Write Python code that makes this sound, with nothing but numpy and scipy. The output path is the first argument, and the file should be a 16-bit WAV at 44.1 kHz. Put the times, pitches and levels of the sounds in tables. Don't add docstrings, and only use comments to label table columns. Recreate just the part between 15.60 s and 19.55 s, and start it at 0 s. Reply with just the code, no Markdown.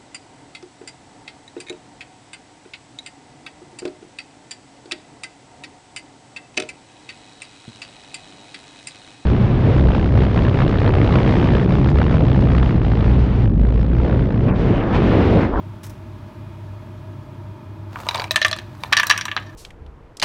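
import sys
import numpy as np
from scipy import signal
from scipy.fft import rfft, irfft
from scipy.io import wavfile
from scipy.ndimage import uniform_filter1d

SR = 44100
rng = np.random.default_rng(int(sys.argv[2]) if len(sys.argv) > 2 else 0)


def gain_from_db(level_db):
    decades = np.asarray(level_db, float) / 20
    return 10 ** decades


def dump(signal):
    limited = np.clip(np.atleast_2d(signal).T, -1, 1)
    pcm = np.round(limited * 32767).astype(np.int16)
    wavfile.write(sys.argv[1], SR, pcm)


N = 174195

# freq_hz, density_db
AIR_COLOUR = [(25, -34), (55, -6.5), (200, -11), (470, -35), (1400, -31.5), (3500, -40), (8000, -53.5),
              (15800, -56.5)]
# time_s, level_db
AIR_SWELL = [(0, 3), (1, 3), (2.2, 1), (3.1, 4), (3.95, 1.5)]
# freq_hz, width_hz, level_db
DUCT_MODES = [(99.64, 15, -41), (131, 12, -46), (225.3, 73, -51), (325.5, 82, -47), (617.7, 67, -51.5),
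              (924, 200, -52), (1220, 260, -59), (1668, 77, -66.5), (5200, 270, -92), (2160, 64, -74),
              (2460, 93, -69), (3316, 200, -72)]
AIR_DB, HUM_HZ, HUM_PEAK_DB = -44.5, 99.5, -37

# start_s, length_s, level_db
SCUFFS = [
    (.2325, .002, 0),
    (.239, .009, 0),
    (.250, .014, -13),
    (.266, .002, -4),
    (.296, .008, -7),
]
# freq_hz, density_db
SCUFF_COLOUR = [(1300, 7.5), (3800, 1.5), (4800, -1), (5600, 8.5), (6600, 2), (8500, 0), (12500, -1),
                (15800, -3)]
SCUFF_DB, SCUFF_GRIT_DB = -43, 1.5
SCUFF_TAIL_DB, SCUFF_TAIL_T60_S = -17.5, 0.37

# time_s, level_db
ROLL_LEVEL = [(2.28, -64), (2.33, -44), (2.6, -32.5), (2.68, -46), (2.72, -68), (2.88, -54), (2.99, -41.5),
              (3.04, -50), (3.19, -49.5), (3.22, -46.5), (3.4, -51), (3.53, -38), (3.7, -60), (3.8, -47.5),
              (3.86, -54)]
# freq_hz, density_db
ROLL_COLOUR = [(600, 3), (1000, 4.5), (2500, -10.5), (4500, -12.5), (7000, -20.5), (10000, -26),
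               (15800, -23.5)]
ROLL_TICKS_PER_S, ROLL_GRAIN_DB, TICK_T60_S = 440, 3.8, 0.01
RUB_SHARE = 0.69

# start_s, end_s, level_db
SLIDES = [
    (2.31, 2.67, -65),
    (3.16, 3.315, -60),
    (3.33, 3.8, -65),
]
SLIDE_GRIT_DB = 5

# low_db, high_db, top_db
BOWL_KNOCKS = [(2.358, -24.5, -4, -30, -48.5), (2.368, -44, 11, -28, -42), (2.414, -41, -18, -21, 0.5),
               (2.434, -32, -7, -19, -26), (2.467, -25, 2, -19, -14), (2.488, -7, -6.5, 1, -15),
               (2.51, -19.5, -5, -1, -16), (2.545, -15, -28, 0, -19), (2.548, -15, 3, -1, -13),
               (2.557, -16, -7.5, -6, -11), (2.57, -28, -14, 2, -17), (2.578, -22.5, -2, 2, -26),
               (2.597, -12, -6.5, -4.5, -39), (2.602, -15, -12, -7, -27), (2.619, -15.5, -1, -4, -17),
               (2.641, -15, -9, -6, -16), (3.2358, -11.5, -4.5, -5.5, -20.5)]
# start_s, peak_db, low_db, high_db, top_db
FIRST_HANDFUL = [(2.709, -8, -11, 3, -11), (2.715, -23, -25, 10.5, 2.5), (2.743, -28, -1, -26, -11),
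                 (2.759, 3, -13, -4.5, -13), (2.779, -20.5, 3, -22, -29), (2.816, -1, -15.5, -8.5, -22),
                 (2.826, -10.5, -37, 2, -26), (2.848, 6, -18, -7.5, -26), (2.865, -22, 2.5, 1, 0.5),
                 (2.882, -21.5, -2, 8, -2), (2.913, -13, -14, 1, -9.5), (2.929, -7.5, -10.5, -1, -39),
                 (2.964, -26, -0.5, -6, -2.5), (2.987, -15, -18, -5, -21)]
# start_s, peak_db, low_db, high_db, top_db
SECOND_HANDFUL = [(3.3235, -16, 3.5, -8, -24), (3.327, 3, -41, -9, -17.5), (3.332, 6, -14.5, -8, -49),
                  (3.368, 3, -18, -5.5, -18), (3.374, -2, -15, -0.5, -38), (3.386, -6.5, -13, -6, -27),
                  (3.3976, 4, -14, -10, -22.5), (3.432, -2, -12.5, -15, -20), (3.469, -15, -6, 1, -3),
                  (3.497, -7, -12, -6, -9), (3.5, 3, -9.5, -3.5, -26), (3.5095, 6.5, -15.5, -8, -21),
                  (3.524, -6, -40, -10.5, -49), (3.563, -11, -18, -20, -34), (3.577, -8, -18, -2, -12.5),
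                  (3.589, -12, -32, -23, -32), (3.611, -9.5, -16.5, -1.5, -17),
                  (3.654, -10.5, -10, -4.5, -9), (3.682, -11.5, -9, -21, -39), (3.715, -7.5, -15, -17, -33),
                  (3.765, -5.5, -6, -9.5, -48), (3.776, -5.5, -12.5, -47, -51)]
# freq_hz, level_db, t60_s
BOWL_MODES = [(640, -5, .04), (940, 2, .07), (1010, -3, .08), (1200, -7, .05), (1650, -10, .015),
              (2300, 0, .03), (3600, -2, .02), (3950, -3, .018), (4600, -7, .015)]
# freq_hz, level_db, t60_s
EMPTY_PAN_MODES = [(1015, -1.5, 0.032), (1171, -0.5, 0.087), (1183, 1.5, 0.053), (1730, -9, 0.046),
                   (1770, 6, 0.083), (2090, -6, 0.012), (2560, -5.5, 0.055), (2750, -9, 0.029),
                   (3380, -2, 0.043), (3970, 2, 0.025), (4250, -1, 0.027), (5380, -10, 0.02)]
# freq_hz, level_db, t60_s
EMPTY_PAN_THUD = (632, -6, 0.11)
# freq_hz, level_db, t60_s
LOADED_PAN_MODES = [(1006, -1.5, 0.043), (1165, 0.5, 0.1), (1223, -3.5, 0.048), (1680, 1.5, 0.066),
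                    (1774, 5, 0.081), (2210, -8, 0.025), (2555, -8, 0.069), (2900, -10, 0.025),
                    (3352, 1.5, 0.027), (3950, -0.5, 0.022), (4520, 5.5, 0.016), (5735, -1.5, 0.029)]
# low_hz, high_hz, level_db, crack_db (re modes), crack_t60_s
REGISTERS = [(582, 1660, 1, -7.5, 0.094), (1490, 3220, -2.5, 2.5, 0.063), (3358, 5770, 0.5, -3, 0.05),
             (6300, 8900, 1, 0, 0.048), (8770, 14300, -3.5, 0, 0.04)]
# start_s, peak_db, pitch_hz, t60_s
TAPS = [(2.3583, -8.5, 1430, 0.0046), (2.3688, -20, 1160, 0.0081), (2.434, -23.5, 1210, .01),
        (3.7654, -12.5, 4000, 0.019), (2.742, -22, 1770, 0.036), (2.4675, -19, 900, 0.01),
        (2.556, -16, 940, .045), (2.5655, -17, 2500, .006), (2.586, -16, 980, 0.023),
        (2.615, -30, 1300, .008), (2.6225, -20, 930, .035), (2.655, -20, 920, 0.014),
        (2.68, -27.5, 2500, 0.0099), (2.9755, -19, 4500, 0.0045), (2.709, -24.5, 628, 0.088),
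        (2.76, -22, 621, 0.097), (2.817, -20.5, 620, 0.074), (2.914, -25, 636.4, 0.18),
        (2.965, -36, 626, 0.26), (3.2362, -25.5, 1200, 0.016), (3.2475, -15.5, 980, 0.01),
        (3.262, -35, 4060, .02), (3.3015, -32, 1500, .01), (3.336, -1, 1750, 0.017),
        (3.349, -14, 1750, 0.032), (3.381, -4.5, 1805, 0.03), (3.401, -5.5, 1768, .025),
        (3.435, 0, 1733, 0.018), (3.465, -23, 4070, 0.031), (3.482, -24, 3960, 0.033),
        (3.325, -13.5, 844, 0.031), (3.503, 0, 2660, 0.012), (3.5125, -9, 1720, .02),
        (3.522, -11, 2720, .012), (3.534, -17, 3030, .01), (3.537, -12.5, 1200, 0.022),
        (3.545, -20, 1300, 0.022), (3.5785, -19, 1770, 0.039), (3.59, -10, 1610, .012),
        (3.7153, -14.5, 1698, 0.038)]
MODE_SPREAD_DB, DETUNE_RATIO, DAMPING_SPREAD = 7.5, 0.0092, 0.76
CONTACT_S, RATTLE_DB, BOWL_CRACK_SHARE = 0.0003, 4.5, 0.65
SNAP_DB, SNAP_T60_S = 5.5, 0.0039

# start_s, peak_db
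SPITS = [
    (2.7148, -14),
    (3.3973, -16),
    (3.468, -11.5),
]
SPIT_LOW_HZ, SPIT_T60_S = 11500, 0.012

ROOM_T60_S, ROOM_DB, WALL_CUT_HZ, ROOM_ONSET_S = 0.39, -17, 1760, 0.0097
DUCK_FROM_DB, DUCK_SHARE, RECOVER_DB_PER_S = -24.5, 0.17, 5
CUTOFF_HZ = 17050


def rms_one(x):
    return x / np.sqrt(np.mean(x ** 2) + 1e-20)


def in_time(rows):
    return np.interp(np.arange(N) / SR, *np.transpose(rows))


def coloured(x, spectrum):
    hz, db = np.transpose(spectrum)
    log_hz = np.log(np.maximum(np.arange(N // 2 + 1) * SR / N, 1))
    below = np.maximum(np.log(hz[0]) - log_hz, 0)
    above = np.maximum(log_hz - np.log(hz[-1]), 0)
    gain_db = np.interp(log_hz, np.log(hz), db) - 20 * below - 900 * above
    return rms_one(irfft(rfft(x) * gain_from_db(gain_db), N))


def fan():
    out = gain_from_db(AIR_DB + in_time(AIR_SWELL)) * coloured(rng.standard_normal(N), AIR_COLOUR)
    zeros = [1, 0, -1]
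    for hz, width_hz, db in DUCT_MODES:
        radius = np.exp(-np.pi * width_hz / SR)
        poles = [1, -2 * radius * np.cos(2 * np.pi * hz / SR), radius ** 2]
        once = signal.lfilter(zeros, poles, rng.standard_normal(N + SR))
        twice = signal.lfilter(zeros, poles, once)
        out += gain_from_db(db) * rms_one(twice[SR:])
    return out + gain_from_db(HUM_PEAK_DB) * np.sin(2 * np.pi * HUM_HZ * np.arange(N) / SR)


def scuffs():
    t = np.arange(N) / SR
    shape = np.zeros(N)
    for start, length, db in SCUFFS:
        rub_db = db - 1300 * np.maximum(t - start - length, 0) - 150 * np.abs(t - start)
        tail_db = db + SCUFF_TAIL_DB - 60 * np.abs(t - start) / SCUFF_TAIL_T60_S
        shape += (gain_from_db(rub_db) + gain_from_db(tail_db)) * (t > start)
    noise = rng.standard_normal(N)
    grit = gain_from_db(SCUFF_GRIT_DB * np.repeat(noise[::40], repeats=40)[::-1][:N])
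    return shape * coloured(noise * grit, SCUFF_COLOUR)


def rolling():
    sizes = gain_from_db(ROLL_GRAIN_DB * np.minimum(rng.exponential(1, N), 3))
    touches = sizes * (rng.random(N) < ROLL_TICKS_PER_S / SR)
    ticks = signal.lfilter([1], [1, -gain_from_db(-60 / TICK_T60_S / SR)], touches)
    grain = (rms_one(ticks) + RUB_SHARE) * rng.standard_normal(N)
    return gain_from_db(in_time(ROLL_LEVEL)) * coloured(grain, ROLL_COLOUR)


def slides():
    t = np.arange(N) / SR
    shape = np.zeros(N)
    for start, end, db in SLIDES:
        shape += gain_from_db(db) * np.clip(np.minimum(t - start, end - t) * 18, 0, 1)
    noise = rng.standard_normal(N)
    steps = np.repeat(noise[::300], repeats=300)[::-1][:N]
    grit = gain_from_db(SLIDE_GRIT_DB * uniform_filter1d(steps, size=200))
    return shape * grit * coloured(noise, [(6000, 0), (15800, 0.0097)])


def blows(table, modes, crack_share=1):
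    out, t = np.zeros(N + SR), np.arange(9000) / SR
    hz, mode_db, t60 = np.transpose(modes)[:, :, None]
    touch = 1 - np.exp(-t / CONTACT_S)
    for s, db, low_db, high_db, top_db in table:
        strength, tuning, damping = rng.standard_normal((3, *hz.shape))
        rocking = np.repeat(rng.standard_normal((len(hz), 60)), 150, axis=1)
        rattle_db = RATTLE_DB * uniform_filter1d(rocking, size=150)
        start_db = mode_db + MODE_SPREAD_DB * np.clip(strength, -2, 0.5)
        decay_db = 60 * t / t60 * np.exp(DAMPING_SPREAD * np.abs(damping))
        swing = np.sin(2 * np.pi * hz * (1 + DETUNE_RATIO * tuning) * t) * np.sign(tuning)
        struck = swing * gain_from_db(start_db + rattle_db - decay_db)
        noise, start = rng.standard_normal(len(t)), int(s * SR)
        register_db = (low_db, 0, high_db, top_db, top_db)
        for (lo, hi, level_db, crack_db, crack_t60), rel_db in zip(REGISTERS, register_db):
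            tone = struck[(hz[:, 0] >= lo) & (hz[:, 0] < hi)].sum(axis=0) * touch
            dying = gain_from_db(-60 * t / crack_t60 / crack_share)
            snap = gain_from_db(SNAP_DB - 60 * t / SNAP_T60_S)
            burst = noise * (dying + snap)
            burst[:2] += gain_from_db(SNAP_DB + 9.5) * np.array([1, -1])
            band = signal.butter(3, [lo, hi], "band", fs=SR, output="sos")
            crack = signal.sosfilt(band, burst)
            both = tone / (np.abs(tone).max() + 1e-9) + gain_from_db(crack_db) * crack / np.abs(crack).max()
            out[start:start + len(t)] += gain_from_db(db + rel_db + level_db) * both / np.abs(both).max()
    return out[:N]


def taps():
    t = np.arange(SR // 2) / SR
    touch = 1 - np.exp(-t / CONTACT_S)
    out = np.zeros(N + SR)
    for s, db, hz, t60 in TAPS:
        start = int(s * SR)
        out[start:start + len(t)] += gain_from_db(db - 60 * t / t60) * touch * np.sin(2 * np.pi * hz * t)
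    return out[:N]


def spits():
    t = np.arange(N) / SR
    shape = sum(gain_from_db(db - 60 * np.abs(t - s) / SPIT_T60_S) * (t > s) for s, db in SPITS)
    bright = signal.butter(4, SPIT_LOW_HZ, "high", fs=SR, output="sos")
    return signal.sosfilt(bright, shape * rng.standard_normal(N))


def kitchen(x):
    t = np.arange(SR // 2) / SR
    low, high = rng.standard_normal((2, len(t)))
    dull = signal.butter(1, WALL_CUT_HZ, fs=SR)
    bass = signal.lfilter(*dull, low) * gain_from_db(-60 * t / ROOM_T60_S)
    treble = (high - signal.lfilter(*dull, high)) * gain_from_db(-120 * t / ROOM_T60_S)
    spectrum = rfft(bass + treble)
    power = np.abs(spectrum) ** 2
    flatten = np.sqrt(uniform_filter1d(power, size=500) / uniform_filter1d(power, size=30))
    tail = irfft(spectrum * flatten, len(t)) * np.clip(t / ROOM_ONSET_S, 0, 1)
    return signal.fftconvolve(x, tail / np.sqrt(np.sum(tail ** 2)))[:N]


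def scene():
    bowl = blows(BOWL_KNOCKS, BOWL_MODES, BOWL_CRACK_SHARE)
    pan = blows(FIRST_HANDFUL, EMPTY_PAN_MODES + [EMPTY_PAN_THUD])
    pan += blows(SECOND_HANDFUL, LOADED_PAN_MODES)
    nuts = rolling() + slides() + bowl + taps() + pan + spits()
    mix = fan() + gain_from_db(SCUFF_DB) * scuffs() + nuts + gain_from_db(ROOM_DB) * kitchen(nuts)
    return mix[None]


def low_pass(x):
    return signal.sosfilt(signal.butter(12, 16980, fs=SR, output="sos"), x)


def record(dry):
    recovery_db = RECOVER_DB_PER_S * np.arange(N) / SR
    level_db = 10 * np.log10(uniform_filter1d(dry[0] ** 2, size=441) + 1e-12)
    over_db = np.maximum(level_db - DUCK_FROM_DB, 0)
    duck_db = np.maximum.accumulate(DUCK_SHARE * over_db + recovery_db) - recovery_db
    ducked = dry * gain_from_db(-uniform_filter1d(duck_db, size=441))
    rounded = np.tanh(ducked / 1.25) * 1.25
    top_cut = signal.cheby2(12, 60, CUTOFF_HZ, fs=SR, output="sos")
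    mix = signal.sosfilt(top_cut, rounded)
    return low_pass(mix)


dry = scene()
out = record(dry)
dump(out)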